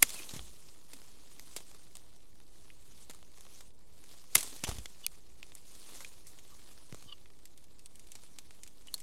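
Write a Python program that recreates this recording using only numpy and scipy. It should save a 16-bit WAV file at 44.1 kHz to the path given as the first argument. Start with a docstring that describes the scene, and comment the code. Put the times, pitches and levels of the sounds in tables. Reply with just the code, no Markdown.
"""A quiet hillside orchard: hand shears cut two oranges from a tree, close to the microphone.
Each stem gives way in a few quick cracks: noise bursts for the fibres, ringing sines for the blades.
Foliage is crackling noise that follows the arm and the freed branches; short noise hits tick among it.
Fruit and hand bump as low damped sines, twigs or handles ping, and the shears squeak now and then as
they are eased open. A low, steady noise is the open air."""
import sys
import numpy as np
from scipy import signal
from scipy.fft import rfft, irfft
from scipy.io import wavfile
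from scipy.ndimage import uniform_filter1d

SR = 44100
rng = np.random.default_rng(int(sys.argv[2]) if len(sys.argv) > 2 else 0)


def wav_out(sig):
    """Save sig, one row per channel (or a flat mono array), as 16-bit PCM at SR to the path in sys.argv[1]."""
    wavfile.write(sys.argv[1], SR, np.round(np.clip(np.atleast_2d(sig).T, -1, 1) * 32767).astype(np.int16))


N = 397782


def amp(db):
    """Decibels to a linear gain."""
    return 10 ** (np.asarray(db) / 20)


def unit(x):
    """Scales to an RMS of one."""
    return x / np.sqrt(np.mean(x ** 2) + 1e-20)


def read_spectrum(points, hz):
    """Level in dB of a short spectrum, joined on a log-frequency axis."""
    point_hz, db = np.transpose(points)
    return np.interp(np.log(hz + 1), np.log(point_hz), db)


def add(mix, start_s, sound):
    """Lays a sound into the mix, cut off where the mix ends."""
    part = mix[max(round(start_s * SR), 0):][:len(sound)]
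    part += sound[:len(part)]


def seconds(size):
    """Time axis in seconds."""
    return np.arange(size) / SR


def dying(t, t60):
    """Falls 60 dB in t60 seconds."""
    return np.exp(-np.log(1000) * t / max(t60, 1e-4))


def colour(x, points, size=2048):
    """Causal minimum-phase filter with the given spectrum: nothing sounds before the hit."""
    hz = abs(np.fft.fftfreq(size, 1 / SR))
    log_gain = np.log(amp(read_spectrum(points, hz)))
    response = np.exp(np.conj(signal.hilbert(log_gain)))
    return signal.oaconvolve(x, np.fft.ifft(response).real)[:len(x)]


def band(x, lo_hz, hi_hz, order=3):
    """Band-pass filter."""
    edges = [lo_hz, min(hi_hz, SR / 2 - 1)]
    return signal.sosfilt(signal.butter(order, edges, "band", fs=SR, output="sos"), x)


def smooth_noise(count, size):
    """Slowly wandering noise: white noise averaged over size samples."""
    return uniform_filter1d(rng.standard_normal(count), size=size)


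def patchy(x, depth_db):
    """Every leaf has its own colour: patches in time and frequency swell and fade."""
    z = signal.stft(x, nperseg=256, noverlap=192)[2]
    field = uniform_filter1d(rng.standard_normal(z.shape), size=20, axis=1)
    field = uniform_filter1d(field, size=7, axis=0)
    return signal.istft(z * amp(depth_db * unit(field)), nperseg=256, noverlap=192)[1][:len(x)]


def smear(t, t60):
    """A tiny burst of splinters: spread in time, with an evenly flat spectrum before the last fade."""
    burst = rng.standard_normal(len(t)) * dying(t, t60)
    flat = irfft(np.exp(1j * np.angle(rfft(burst))), len(t))
    return flat * dying(t, 4 * t60)


def crackle(per_s, spread_db, smooth):
    """Countless tiny slips of leaf on leaf, a few much larger, over a smooth sliding noise."""
    sizes = amp(spread_db * np.minimum(rng.exponential(1, N), 4.5))
    slips = sizes * rng.choice([-1, 1], N) * (rng.random(N) < per_s / SR)
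    grain = smear(seconds(400), t60=0.0027)
    return unit(unit(signal.oaconvolve(slips, grain)[:N]) + smooth * rng.standard_normal(N))


def clumps(depth_db, size):
    """Leaves catch and let go: the level swells unevenly from one moment to the next."""
    return amp(depth_db * unit(uniform_filter1d(smooth_noise(N, size), size=size)))


# Spectrum of the open air: (frequency [Hz], relative level [dB])
AIR_SPECTRUM = [(15, -10), (30, 3.5), (60, -1), (120, -7), (220, -11), (380, -12.5), (600, -18.5),
                (1100, -25), (2500, -53), (8000, -46.5), (16000, -45)]


def air(level_db=-64):
    """The low, steady wash of the open hillside: noise shaped by its spectrum."""
    gain = amp(read_spectrum(AIR_SPECTRUM, np.fft.rfftfreq(N, 1 / SR)))
    return amp(level_db) * unit(irfft(rfft(rng.standard_normal(N)) * gain, N))


# The arm pushing through the foliage: (time [s], rustle level before the hiss trim [dB])
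ARM_REACH = [(0, -63), (.83, -83.5), (.92, -62.5), (1.12, -66.5), (1.55, -60.5), (1.85, -68), (1.97, -66.5),
             (2.3, -73.5), (2.66, -66), (2.78, -68), (3.0, -63.5), (3.3, -70), (3.56, -60), (3.73, -76),
             (3.92, -70), (4.12, -61.5), (4.25, -66), (5.15, -77.5), (5.6, -65), (5.98, -56), (6.15, -64),
             (6.68, -63.5), (6.88, -67.5), (6.98, -62.5), (7.25, -71), (7.75, -72.5), (8.2, -66.5),
             (8.85, -68.5), (9.02, -62.5)]
# Freed branches swinging into their neighbours:
# (time of the cut [s], level before the hiss trim [dB], time to settle by 60 dB [s])
REBOUNDS_AFTER_CUT = [(.027, -51, 2.5), (4.356, -53.5, 3)]
SWING_S = .088  # from the cut to the impact
FLURRY_S, FLURRY_DB = 0.12, 1.5  # spread around the impact, level relative to the rebound


def stirring():
    """Level of the moving leaves in dB: the arm's reach, plus a flurry and slow settling per cut."""
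    t = seconds(N)
    power = amp(np.interp(t, *np.transpose(ARM_REACH))) ** 2
    for cut, db, settle_s in REBOUNDS_AFTER_CUT:
        since_impact = t - cut - SWING_S
        swing_in = np.clip((t - cut) / SWING_S, 0, 1)
        settling = swing_in * dying(np.maximum(since_impact, 0), settle_s)
        flurry = amp(FLURRY_DB) * np.exp(-(since_impact / FLURRY_S) ** 2)
        power = power + amp(db) ** 2 * (settling ** 2 + flurry ** 2)
    return 10 * np.log10(power)


# Bright hiss of sliding leaves: (frequency [Hz], relative level [dB])
HISS_SPECTRUM = [(1470, -39), (2500, -8), (3380, -3.5), (3890, -5.5), (7020, 1), (9580, 0.5), (11400, -2.5),
                 (14800, -12), (16000, -16.5)]
# Duller rub on the sleeve: (frequency [Hz], relative level [dB])
RUB_SPECTRUM = [(100, -9.5), (300, 6.5), (700, -0.5), (1100, 2), (1550, -2.5), (2200, -0.5), (3200, 0),
                (5000, -1), (9000, -33)]
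# A branch whipping through the foliage: (time [s], level [dB], decay by 60 dB [s])
BRANCH_SWISHES = [(0.029, -32, 0.075), (4.356, -27, 0.089), (4.639, -28, 0.035), (4.669, -42, 0.41)]
# The rub is at RUB_DB when the stirring is at GENTLE_DB, and grows more slowly than it does
GENTLE_DB, RUB_DB, RUB_DB_PER_DB = -67, -69, 0.8242


def foliage(hiss_db=1.0, rub_db=0.0, twigs_db=-6):
    """Leaves slide and crackle as the arm moves, twigs catch; a freed branch swishes and settles."""
    hiss = stirring()
    rub = RUB_DB + RUB_DB_PER_DB * (hiss - GENTLE_DB)

    leaf_slips = crackle(per_s=1900, spread_db=4.0, smooth=1.4)
    sliding = unit(colour(patchy(leaf_slips, depth_db=2.5), HISS_SPECTRUM))
    sleeve_slips = crackle(per_s=550, spread_db=4.0, smooth=0.89)
    rubbing = unit(colour(patchy(sleeve_slips, depth_db=1.5), RUB_SPECTRUM))
    twig_slips = crackle(per_s=90, spread_db=2.5, smooth=0)
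    twigs = unit(band(patchy(twig_slips, depth_db=4), 1800, 6500))

    brushing = amp(hiss_db + hiss) * sliding
    brushing += amp(rub_db + rub) * rubbing
    brushing += amp(twigs_db + rub) * twigs

    whip = np.zeros(N)  # loudness of the swishing branch
    for start, db, t60 in BRANCH_SWISHES:
        add(whip, start, amp(db) * dying(seconds(SR), t60))
    swish = colour(crackle(per_s=2800, spread_db=5.5, smooth=0.6),
                   [(100, 1), (1200, -9.0), (3500, -6.5), (8500, -6), (12000, -10), (16000, -28)])
    return brushing * clumps(depth_db=1.24, size=600) + whip * unit(swish)


# The low body, then three octaves of rattle: (lower edge [Hz], upper edge [Hz])
TAP_BAND_EDGES = [(230, 1300), (1950, 3600), (3600, 7300), (7500, 15000)]


def tap(db, tilt, body_db, t60, head_t60=0.0013, rattle_db=-6, tail_db=-33, tail_t60=0.025):
    """A sharp head, then a damped rattle that lasts longer in the bass, and a faint after-shiver."""
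    t = seconds(3000)
    shake, out = rng.standard_normal(len(t)), np.zeros(len(t))
    shake[:12] = np.sign(shake[:12])  # the first contact chatters evenly
    for band_db, (lo, hi) in zip([body_db, -tilt, 0, tilt], TAP_BAND_EDGES):
        head = dying(t, head_t60)
        rattle = amp(rattle_db) * dying(t, t60 * (6000 / hi) ** 0.11)
        shiver = amp(tail_db) * dying(t, tail_t60)
        part = band(shake * (head + rattle + shiver), lo, hi)
        level = np.sqrt(.01 * SR) / np.linalg.norm(part)  # RMS of one if packed into 10 ms
        out += amp(db + band_db) * part * level
    return out


# Leaves, twigs and shears knocking together, before patches and final colour:
# (time [s], level [dB], tilt [dB per octave], low body relative to the rest [dB],
#  rattle decay by 60 dB before its band scaling [s])
KNOCKS = [(.0933, -49.5, 2, -22, 0.015), (0.104, -49, 2, -23, 0.011), (.233, -62, -6, -22, 0.014),
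          (0.2919, -54.5, 0, -5, .04), (0.3375, -49, 0.5, -1.5, 0.22), (.3642, -52.5, 0, -12, 0.061),
          (0.3929, -59, -9.5, 6, 0.0089), (0.9342, -54.5, 2.5, -13, 0.042),
          (1.3957, -55.5, 2.5, -8, 0.0058), (1.5638, -43.5, 2.5, -13, 0.064), (1.9535, -55.5, 2, -7, .04),
          (1.9691, -58, 5, -8, .011), (3.0971, -53.5, 1.5, -2, 0.079), (3.1105, -59, 1.5, -2, 0.0061),
          (3.228, -68, -4, 5.5, 0.0053), (3.4086, -62.5, 5, -4, 0.0041), (3.466, -69, -6, 7.5, .015),
          (3.609, -58, 0.5, -10, 0.021), (4.3789, -37, 2.5, -10, .14), (4.408, -44.5, 4, -16, 0.033),
          (4.429, -44, 4.5, -8, .039), (4.6378, -44, 1.5, 1, 0.044), (4.6447, -45, -2, -16, 0.038),
          (4.6692, -58, -7, 10, 0.055), (4.6912, -47, 2, 3, .036), (4.7133, -55, -5, 7, 0.012),
          (4.7844, -53, -0.5, -4, 0.041), (4.8574, -50.5, -4.5, -3.5, 0.014),
          (5.065, -40.5, 11, -19, 0.0045), (5.4292, -57.5, -4, -8, 0.016), (5.52, -67.5, -11.5, 2, 0.02),
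          (5.5519, -59, 9.5, -9, .025), (6.0053, -54, -0.5, 0.5, 0.092), (6.0472, -55, -7, -3, 0.023),
          (6.2691, -57.5, 6.5, -14, 0.2), (6.3875, -64.5, -5.5, 0, 0.024), (6.925, -58.5, -4, 1.5, 0.016),
          (6.9458, -59, 2, 0, 0.015), (7.258, -72, -10, 7, 0.026), (8.153, -55, 0, -7, 0.054),
          (8.3864, -51, 0, -9.5, 0.036), (8.5076, -63, -2, -1.5, 0.028), (8.941, -44.5, 8, -12, 0.033)]
# Light, dry clicks of the shears shifting in the hand, before patches and final colour:
# (time [s], level [dB])
SHEAR_CLICKS = [(7.4544, -58.5), (7.5763, -63.5), (7.6414, -65.5), (7.793, -63.5), (7.859, -57),
                (7.956, -61.5), (7.9952, -62.5), (8.071, -65), (8.1184, -56), (8.634, -54), (8.676, -60),
                (8.8714, -61.5), (8.979, -62), (9.0022, -57.5)]
CLICK_TILT_DB_PER_OCTAVE, CLICK_BODY_DB, CLICK_T60_S, CLICK_RATTLE_DB = 2.5, -27, 0.032, -2
# Faint stray taps; their level follows the arm's reach
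STRAYS_PER_S, STRAY_OVER_REACH_DB, STRAY_SPREAD_DB = 4.0, -1, 2
STRAY_TILT_DB_PER_OCTAVE, STRAY_BODY_DB, STRAY_T60_S = 0.5, 0.5, 0.018  # tilt: the middle value


def ticks(top_db=-9, patchy_db=1.5):
    """Short noise hits: clear taps, clicks of the shears, and stray taps at random times."""
    out = np.zeros(N)
    for s, *blow in KNOCKS:
        add(out, s, tap(*blow))
    for s, db in SHEAR_CLICKS:
        click = tap(db, CLICK_TILT_DB_PER_OCTAVE, CLICK_BODY_DB, CLICK_T60_S, rattle_db=CLICK_RATTLE_DB)
        add(out, s, click)
    for s in rng.uniform(0, N / SR, round(STRAYS_PER_S * N / SR)):
        size_db, tilt = STRAY_SPREAD_DB * rng.standard_normal(2)
        db = np.interp(s, *np.transpose(ARM_REACH)) + STRAY_OVER_REACH_DB + size_db
        add(out, s, tap(db, STRAY_TILT_DB_PER_OCTAVE + tilt, STRAY_BODY_DB, STRAY_T60_S))
    return colour(patchy(out, patchy_db), [(3000, -1), (7000, 3.5), (10000, 2.0), (15000, top_db)])


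# Soft bumps of fruit and hand: (time [s], level [dB], settled pitch [Hz], decay by 60 dB [s])
SOFT_BUMPS = [(0.337, -33, 85, 0.025), (.362, -41, 125, 0.072), (0.392, -43, 55, 0.37),
              (0.934, -54, 273, 0.16), (1.565, -40, 203, 0.025), (3.097, -47, 170, 0.036),
              (4.379, -41, 148, 0.039), (4.636, -35, 128, 0.032), (4.689, -26.5, 52.3, 0.051),
              (4.721, -34.5, 44.3, 0.1), (4.757, -40, 70, .05), (4.784, -37, 56.5, 0.17),
              (6.926, -37, 105, 0.058), (6.9456, -40, 191, 0.027), (7.06, -49, 90, 0.07)]


def bumps(scuff_db=-11, stiffness=3.3, give_s=0.0014):
    """A push, stiff at first, swings slower as it gives, with a dull scuff of skin and glove."""
    out, t = np.zeros(N), seconds(9000)
    swing = t + stiffness * give_s * (1 - np.exp(-t / give_s))  # runs fast, then at normal pace
    for s, db, hz, t60 in SOFT_BUMPS:
        scuff = unit(colour(rng.standard_normal(len(t)), [(40, 11), (150, 11), (400, -6.0), (900, -16),
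                                                          (2500, -42.5), (8000, -59)]))
        push = np.sin(2 * np.pi * hz * swing)
        add(out, s, amp(db) * dying(t, t60) * (push + amp(scuff_db) * scuff))
    return out


# Knocks that leave a twig or a handle ringing:
# (time [s], level before the band-pass [dB], pitch [Hz], decay by 60 dB [s])
RINGING_KNOCKS = [(.2915, -41, 3900, .035), (2.7025, -44, 2500, .018), (5.0652, -30, 2450, .011),
                  (5.0650, -27, 4350, .006), (5.4296, -41, 2500, .016), (6.0478, -41, 2480, .02),
                  (8.9417, -31, 4280, .024), (4.6465, -35, 3080, .05), (4.6500, -43, 6030, .08),
                  (4.6762, -37, 860, .028), (4.7215, -44, 3030, .045), (8.8835, -45, 2970, .04)]


def pings(ragged=0.54):
    """One slightly ragged resonance dies away."""
    out, t = np.zeros(N), seconds(4000)
    for s, db, hz, t60 in RINGING_KNOCKS:
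        waver = 1 + ragged * unit(smooth_noise(len(t), 60))
        ring = dying(t, t60) * waver * np.sin(2 * np.pi * hz * t)
        add(out, s, amp(db) * band(ring, hz / 2, hz * 2, order=2))
    return out


# The shears' pivot and spring rubbing:
# (time of the middle [s], level [dB], length [s], middle pitch [Hz], low creak relative to the squeak [dB])
PIVOT_SQUEAKS = [(.165, -50, 0.031, 2620, -20), (0.195, -44.5, 0.031, 2490, -18),
                 (0.225, -49, .028, 2650, -20), (5.047, -41, 0.024, 2950, -19),
                 (6.526, -72, .07, 3000, 11.5), (7.096, -51.5, 0.051, 3070, -7),
                 (7.1275, -40, .02, 2900, -11)]
# Resonances of a squeak: (ratio to the pitch [1], width before the shake factor [Hz], relative level [dB])
SQUEAK_RESONANCES = [(1, 60.3, 0), (1.17, 109, -8.5), (1.552, 118, -12)]
CREAK_HZ = 1147  # middle pitch of the low creak under each squeak
SQUEAK_SAG = 0.0303  # share of the pitch, above the middle at first and below it at last


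def squeaks(shake=0.79, catch=0.42):
    """Rubbing metal swells and fades in narrow resonances above a low creak, sagging in pitch."""
    out, t = np.zeros(N), seconds(8192)
    from_middle = t - t.mean()
    for middle, db, length, hz, creak_db in PIVOT_SQUEAKS:
        swell = np.exp(-4 * abs(from_middle) / length)
        sag = 1 - SQUEAK_SAG * np.tanh(from_middle / length)
        creak = (CREAK_HZ / hz, 60, creak_db)
        for ratio, width_hz, level in list(SQUEAK_RESONANCES) + [creak]:
            slip = unit(smooth_noise(len(t), 120))
            grip = unit(smooth_noise(len(t), 120))
            pitch = hz * ratio * sag + shake * width_hz * slip  # uneven slipping shakes the pitch
            tone = np.sin(2 * np.pi * np.cumsum(pitch) / SR)
            add(out, middle - t.mean(), amp(db + level) * swell * (1 + catch * grip) * tone)
    return out


# Cracks of the stem between the blades:
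# (time [s], gain [dB], low woody part relative to the treble [dB])
STEM_CRACKS = [(.0243, -10, -6), (.0258, -3, -4), (.0271, 0, -5), (.0282, -3, 2), (4.3484, -24, -6),
               (4.3517, -8, -9), (4.3532, -3, -9), (4.3551, -1, -3)]
# Blades and handles, damped by the hand: (frequency [Hz], relative level [dB], decay by 60 dB [s])
BLADE_MODES = [(2090, -6, .015), (2800, -8, .018), (3280, -9, .018), (3670, -12, .02), (4660, -9, .018),
               (5620, -8, .018), (6500, -11, .02), (6900, -8, .02), (7430, -9, .024), (8470, -6, .022),
               (9050, -7, .022), (9530, -4, .022), (10300, -2, .018), (11380, -1, .014), (12040, -5, .012),
               (13900, -11, .01)]
# Colour of the splitting fibres: (frequency [Hz], gain [dB])
FIBRE_SPECTRUM = [(60, -23.5), (300, -7.5), (800, -9.5), (1250, 3.5), (1550, -4), (2100, 10), (4000, -3),
                  (8000, 2.5), (11000, 7), (14500, -7), (16500, -15)]
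SPLINTERS = 2.6  # strength of the splitting fibres


def snips(ring_db=-16, scatter_db=-38, scatter_t60=0.061):
    """Fibres snap one after another and ring the blades; nearby leaves scatter the sound back."""
    out, t = np.zeros(N), seconds(4000)
    ring = np.zeros(len(t))
    for k, (hz, level, t60) in enumerate(BLADE_MODES):
        ring += (-1) ** k * amp(level) * dying(t, t60) * np.sin(2 * np.pi * hz * t)
    for s, db, woody_db in STEM_CRACKS:
        scatter = amp(scatter_db) * dying(t, scatter_t60) * rng.standard_normal(len(t))
        fibres = colour(SPLINTERS * smear(t, t60=0.013) + scatter, FIBRE_SPECTRUM)
        crack = amp(ring_db) * ring + fibres
        add(out, s, amp(db) * colour(crack, [(2300, woody_db), (5000, 0.0017)]))
    return out


def scene():
    """All layers together, in one channel."""
    return (snips() + pings() + foliage() + bumps() + squeaks() + air() + ticks())[None]


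EDGE_HZ = 16100  # upper edge of the band


def record(dry):
    """Rounds the loudest peaks, limits the band and rests slightly off zero."""
    ceiling, offset = .8, .0069
    rounded = dry / (1 + (dry / ceiling) ** 4) ** .25
    low_pass = signal.firwin(255, EDGE_HZ, window=("kaiser", 8), fs=SR)
    return signal.oaconvolve(rounded, low_pass[None], "same") + offset


dry = scene()
out = record(dry)
wav_out(out)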